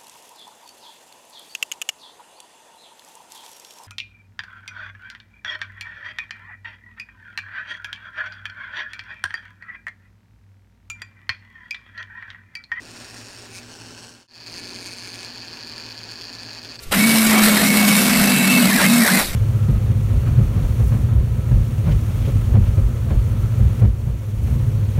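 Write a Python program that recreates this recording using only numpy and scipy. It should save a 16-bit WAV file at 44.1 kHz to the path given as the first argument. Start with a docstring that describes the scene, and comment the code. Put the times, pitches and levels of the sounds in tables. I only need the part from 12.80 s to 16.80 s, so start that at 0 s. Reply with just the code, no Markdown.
"""A toy-brick plotter draws on a wooden table, heard from two close spots with a fade between them.
Its gear teeth tick about 170 times a second and make the plastic frame ring; they rasp where the
gears jam. Underneath, the motors whirr, the table rumbles, the motor's electronics whine and
household machines hum."""
import sys
import numpy as np
from scipy import signal
from scipy.fft import rfft, irfft
from scipy.io import wavfile
from scipy.ndimage import uniform_filter1d

SR = 44100
rng = np.random.default_rng(int(sys.argv[2]) if len(sys.argv) > 2 else 0)


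def put_to_file(sound):
    """Save the sound as 16-bit audio at rate SR, in the file named by the first command-line argument."""
    columns = np.atleast_2d(sound).T  # one column per channel
    safe = np.clip(columns, -1, 1)
    whole_steps = np.round(safe * 32767)
    wavfile.write(sys.argv[1], SR, whole_steps.astype(np.int16))


N = 176400
MOVE_S = 1.475  # when we move from the first spot to the second


def undb(db):
    return 10 ** (np.asarray(db) / 20)


def unit(x):
    return x / np.sqrt(np.mean(x ** 2))


def times():
    return np.arange(N) / SR


def curve(rows):
    """Straight lines through (seconds, value) points."""
    return np.interp(times(), *np.array(rows).T)


def drift(rate_hz):
    """A smooth random wander, about 1 in size."""
    step = max(int(SR / rate_hz), 1)
    stairs = np.repeat(rng.standard_normal(N // step + 1), step)
    return unit(uniform_filter1d(stairs, step)[:N])


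def noise(colour):
    """Noise shaped by (Hz, dB) points."""
    hz, db = np.array(colour).T
    f = np.maximum(np.fft.rfftfreq(N, 1 / SR), 1)
    gain = undb(np.interp(np.log(f), np.log(hz), db))
    return unit(irfft(rfft(rng.standard_normal(N)) * gain, N))


def ring(hits, notes, size=4096):
    """A struck object rings at its own (Hz, width, dB) notes."""
    f = np.fft.rfftfreq(size, 1 / SR)
    power = sum(undb(db) ** 2 / (1 + ((f - hz) / width) ** 2) ** 2 for hz, width, db in notes)
    # These steps make the ringing follow each hit, never lead it.
    cepstrum = irfft(np.log(power + power.max() * undb(-50) ** 2) / 2)
    cepstrum[1:size // 2] *= 2
    cepstrum[size // 2:] = 0
    ping = irfft(np.exp(rfft(cepstrum)))
    return unit(signal.fftconvolve(hits, ping)[:N])


def tone(hz, drift_hz, waver_db):
    """A tone that wavers a little in pitch and level."""
    cycles = np.cumsum(hz + drift_hz * drift(12)) / SR + rng.random()
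    return np.sqrt(2) * np.sin(2 * np.pi * cycles) * undb(waver_db * drift(14))


def household_hum():
    """Mains hum beats against a slightly slower machine, over the room's low drone."""
    # The hum's tones. Each row: pitch in Hz, level in dB.
    tones = [(59.5, -71), (111.7, -53), (120, -58.5), (240, -56.5), (245, -65), (278.5, -61.5),
             (390, -70.5), (432, -66), (599.5, -68)]
    # The drone's colour. Each row: frequency in Hz, relative level in dB.
    drone = [(20, -18), (40, -8.5), (60, 0.5), (80, -2.5), (105, 4), (135, -8), (250, -10.5), (1000, -29)]
    hum = sum(undb(db) * tone(hz, drift_hz=.69, waver_db=2.1) for hz, db in tones)
    return hum + noise(drone) * undb(-56.5)


def electronics_whine():
    """The motor's power switching whines, louder when it works hard; a thin tone sits above."""
    # The whine's loudness. Each row: time in seconds, level in dB.
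    level = [(0, -64), (.55, -67), (.65, -56), (.69, -76), (.8, -72), (.85, -60.5), (1.35, -59), (1.5, -67),
             (2.5, -74), (3.93, -80), (3.98, -59)]
    thin = np.sqrt(2) * np.sin(2 * np.pi * 15490 * times()) * undb(-89)
    return tone(8000, drift_hz=7.5, waver_db=1.5) * undb(curve(level)) + thin


def table_rumble():
    """The drive shakes the table and the frame."""
    # The rumble's colour. Each row: frequency in Hz, relative level in dB.
    colour = [(50, -15), (130, -9.5), (170, -1.5), (205, -2), (250, 1), (320, 1), (420, -3.5), (560, -8),
              (900, -16), (2000, -47)]
    # Its loudness. Each row: time in seconds, level in dB.
    level = [(0, -51), (.6, -53.5), (.8, -50.5), (1.1, -50), (1.6, -51), (1.9, -44.5), (2.2, -49),
             (2.7, -51), (3.35, -50), (4, -51)]
    return noise(colour) * undb(curve(level) + drift(20))


def motor_whirr(teeth, colour, db, throb, flutter_db):
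    """Motors and gears rub, throbbing with each tooth."""
    pulse = 1 + throb * np.cos(2 * np.pi * teeth)
    return noise(colour) * pulse * undb(db + flutter_db * drift(45))


def wheel_sway(teeth, teeth_per_sway=17.7, peak_s=1.56):
    """An off-centre wheel swings from -1 to 1, swaying speed and tooth pressure."""
    return np.cos(2 * np.pi * (teeth - np.interp(peak_s, times(), teeth)) / teeth_per_sway)


def teeth_passed(wobble):
    """Count the gear teeth going by as the wheel sways the speed."""
    # Motor speed before the sway. Each row: time in seconds, teeth per second.
    speed = [(0, 150), (.08, 155), (.2, 204), (.36, 203), (.48, 194), (.58, 181), (.66, 198), (.69, 135),
             (.74, 190), (.79, 186), (.83, 126), (.92, 163), (1.2, 173), (1.45, 179), (1.5, 160),
             (1.85, 177), (2.07, 184), (2.38, 178), (2.6, 180), (2.85, 157), (3.05, 157), (3.3, 161),
             (3.55, 176), (3.7, 160), (4, 169)]
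    rate = curve(speed)
    return np.cumsum(rate * (1 + wobble * wheel_sway(np.cumsum(rate) / SR))) / SR


def tooth_knocks(teeth, scatter_db, turn_db, lobe_db, jitter_s, bounce):
    """Each tooth knocks and bounces; an uneven ten-tooth gear repeats its strong and weak knocks."""
    at = np.flatnonzero(np.diff(np.floor(teeth)))
    strength, timing, bounce_timing, bounce_strength = rng.standard_normal((len(at), 4)).T
    angle = 2 * np.pi * np.arange(len(at)) / 10
    force_db = scatter_db * strength + turn_db * np.sin(angle) + lobe_db * np.sin(3 * angle)
    knock_at = at + (jitter_s * SR * timing).astype(int)
    bounce_at = at + (SR * (.0035 + .0005 * bounce_timing)).astype(int)
    hits = np.zeros(N)
    hits[np.clip(knock_at, 0, N - 1)] = np.tanh(undb(force_db) / 1.5)  # caps the hardest knocks
    hits[np.clip(bounce_at, 0, N - 1)] += bounce * np.tanh(bounce_strength)
    return unit(hits)


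def scraped(hits, amount, decay_s):
    """After each knock the tooth slides for a moment."""
    slide = signal.lfilter([1], [1, -np.exp(-1 / (decay_s * SR))], hits) * rng.standard_normal(N)
    return hits + amount * unit(slide)


def jam_rasp(teeth, rise_s=.039, fall_s=.019, sway_db=1):
    """Jamming teeth snap harder and brighter; at the second spot the rasp swells with the wheel."""
    # The jams. Each row: start and end in seconds, level in dB.
    jams = [(.70, 0.741, -49.5), (0.761, 0.79, -41.5), (1.696, 2.03, -46), (2.05, 2.136, -42),
            (2.177, 2.452, -44.5)]
    # The gears' ringing. Each row: pitch in Hz, width in Hz, relative level in dB.
    gear_notes = [(2290, 140, 6), (2546, 80, 4.5), (4780, 1330, -2.5), (5100, 160, -1), (6300, 250, 1.5),
                  (7000, 500, -3.5), (8350, 400, -3), (9420, 400, -4), (10500, 280, -10), (11500, 200, -15),
                  (11940, 300, -16), (14500, 2200, -23)]
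    t = times()
    load = sum(undb(db) * np.clip(np.minimum((t - start) / rise_s, (end - t) / fall_s) + 1, 0, 1)
               for start, end, db in jams)
    hits = tooth_knocks(teeth, scatter_db=3, turn_db=2, lobe_db=1.5, jitter_s=.00005, bounce=.08)
    swell = undb(sway_db * wheel_sway(teeth) * (t > MOVE_S))
    return load * swell * ring(scraped(hits, amount=1.9, decay_s=.0019), gear_notes)


def light_drive(teeth, new_load_s=.82):
    """First spot: light ticks ring the whole frame, over the whirr."""
    # The frame's ringing before and after it takes a new load.
    # Each row: pitch in Hz, width in Hz, relative level in dB.
    early_notes = [(960, 230, -15), (1550, 150, -3.5), (1820, 170, 2), (2570, 166, 5), (4170, 190, -2),
                   (4580, 160, 4), (5260, 290, 1.5), (5640, 250, 2), (6710, 420, -1), (7500, 250, -5),
                   (8140, 300, -4), (8900, 340, -2), (10350, 520, -12), (11600, 350, -17),
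                   (13150, 450, -15)]
    loaded_notes = [(939.5, 150, -2), (1571, 130, 3), (2620, 120, -2.5), (2900, 240, 1), (4300, 130, 2),
                    (4550, 170, 1.5), (5430, 250, 3), (5860, 180, 1), (6380, 140, -0.5), (7060, 400, -6),
                    (8500, 600, -7), (9900, 490, -11.5), (13250, 250, -17)]
    # Loudness of ticks and whirr. Each row: time in seconds, level in dB.
    tick_level = [(0, -49.5), (.1, -48), (.35, -44), (.65, -48.5), (.72, -49), (.83, -53), (.9, -45.5),
                  (1.05, -46.5), (1.2, -44.5), (1.47, -47)]
    whirr_level = [(0, -48.5), (.15, -44.5), (.65, -45.5), (.85, -47), (1.47, -47.5)]
    # The whirr's colour. Each row: frequency in Hz, relative level in dB.
    colour = [(400, -3.5), (700, 0.5), (1000, -0.5), (1200, -3), (1550, 1), (2000, -4.5), (2600, -2),
              (3400, -5), (4500, -2), (5500, -3), (6200, -10), (7000, -5.5), (9000, -12.5), (11000, -26),
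              (15500, -31)]
    hits = tooth_knocks(teeth, scatter_db=4.5, turn_db=-1, lobe_db=-.5, jitter_s=.00005, bounce=.12)
    hits = scraped(hits, amount=.99, decay_s=.002)
    frame = np.where(times() < new_load_s, ring(hits, early_notes), ring(hits, loaded_notes))
    whirr = motor_whirr(teeth, colour, curve(whirr_level), throb=.1, flutter_db=1.5)
    return frame * undb(curve(tick_level)) + whirr


def heavy_drive(teeth):
    """Second spot: heavy ticks ping a hollow beam and, more softly, the frame and its thin panels."""
    # Each part's ringing. Each row: pitch in Hz, width in Hz, relative level in dB.
    beam_notes = [(4250, 190, -2), (4533, 172, 2.5), (4800, 190, -4), (5140, 270, -9)]
    frame_notes = [(950, 160, -7.5), (1710, 190, -2.5), (2500, 220, 3.5), (3370, 300, -0.5),
                   (4800, 566, -3), (5250, 220, 0), (6560, 210, -0.5), (7180, 260, -4.5), (8100, 300, -13),
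                   (9070, 530, -11.5), (10560, 340, -13.5), (12200, 300, -19), (13700, 1700, -21)]
    panel_notes = [(945, 42, -2), (1680, 59, 1), (1810, 61, -2), (2385, 48, -4.5), (2544, 58, 3.5),
                   (5560, 43, 0), (6300, 46, -2)]
    # The ticks' loudness. Each row: time in seconds, level in dB.
    tick_level = [(1.47, -36.5), (1.62, -39.5), (1.8, -40.5), (2.2, -42.5), (2.5, -40), (3.3, -39.5),
                  (3.96, -40.5), (3.99, -32)]
    # The whirr's colour. Each row: frequency in Hz, relative level in dB.
    colour = [(400, -5), (700, -1.5), (1000, -1), (1250, -4.5), (1700, 1.5), (2050, -5), (2500, 0.5),
              (3000, -3), (3700, -6.5), (4500, -3), (6000, -8), (7000, -9.5), (8500, -19), (11500, -29),
              (15500, -34)]
    hits = tooth_knocks(teeth, scatter_db=5, turn_db=3.5, lobe_db=4, jitter_s=.00008, bounce=.19)
    beam = ring(scraped(hits, amount=.3, decay_s=.0024), beam_notes)
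    frame = ring(scraped(hits, amount=1.9, decay_s=.0014), frame_notes)
    frame *= undb(-8.5 + 3.7 * wheel_sway(teeth))
    panels = ring(scraped(hits, amount=1, decay_s=.0061), panel_notes) * undb(-12.5)
    whirr = motor_whirr(teeth, colour, db=-44.5, throb=.16, flutter_db=1.2)
    return (beam + frame + panels) * undb(curve(tick_level)) + whirr


def plotter(stall_s=3.968, stall_length_s=.0202, stall_db=-14):
    """The gears from each spot in turn, dipping in one brief stall, over the table's rumble."""
    t = times()
    second_spot = t > MOVE_S
    teeth = teeth_passed(wobble=np.where(second_spot, .03, .005))
    stalled = uniform_filter1d(1. * ((t > stall_s) & (t < stall_s + stall_length_s)), size=100)
    drive = np.where(second_spot, heavy_drive(teeth), light_drive(teeth)) + jam_rasp(teeth)
    return drive * undb(stall_db * stalled) + table_rumble()


def room(sound, echo_s=.08, echo_db=-15):
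    """Add short echoes from the table and nearby walls."""
    t = times()[:SR // 2]
    tail = rng.standard_normal(len(t)) * undb(-60 * t / echo_s) * (t > .002)
    return sound + undb(echo_db) * signal.fftconvolve(sound, tail / np.linalg.norm(tail))[:N]


def scene():
    return (room(plotter()) + electronics_whine() + household_hum())[None]


def record(dry, fade_out_s=.22, fade_in_s=.24, notch_hz=7715, notch_depth=.75, top_hz=15800):
    """The microphone dulls one narrow band; the sound fades between spots and loses its top treble."""
    t = times()
    fade = np.clip(np.maximum((MOVE_S - t) / fade_out_s, (t - MOVE_S) / fade_in_s), 0, 1)
    notched = signal.lfilter(*signal.iirnotch(notch_hz, Q=22, fs=SR), dry)
    heard = (dry + notch_depth * (notched - dry)) * fade
    return signal.sosfilt(signal.ellip(10, .2, 70, top_hz, fs=SR, output="sos"), heard)


dry = scene()
out = record(dry)
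put_to_file(out)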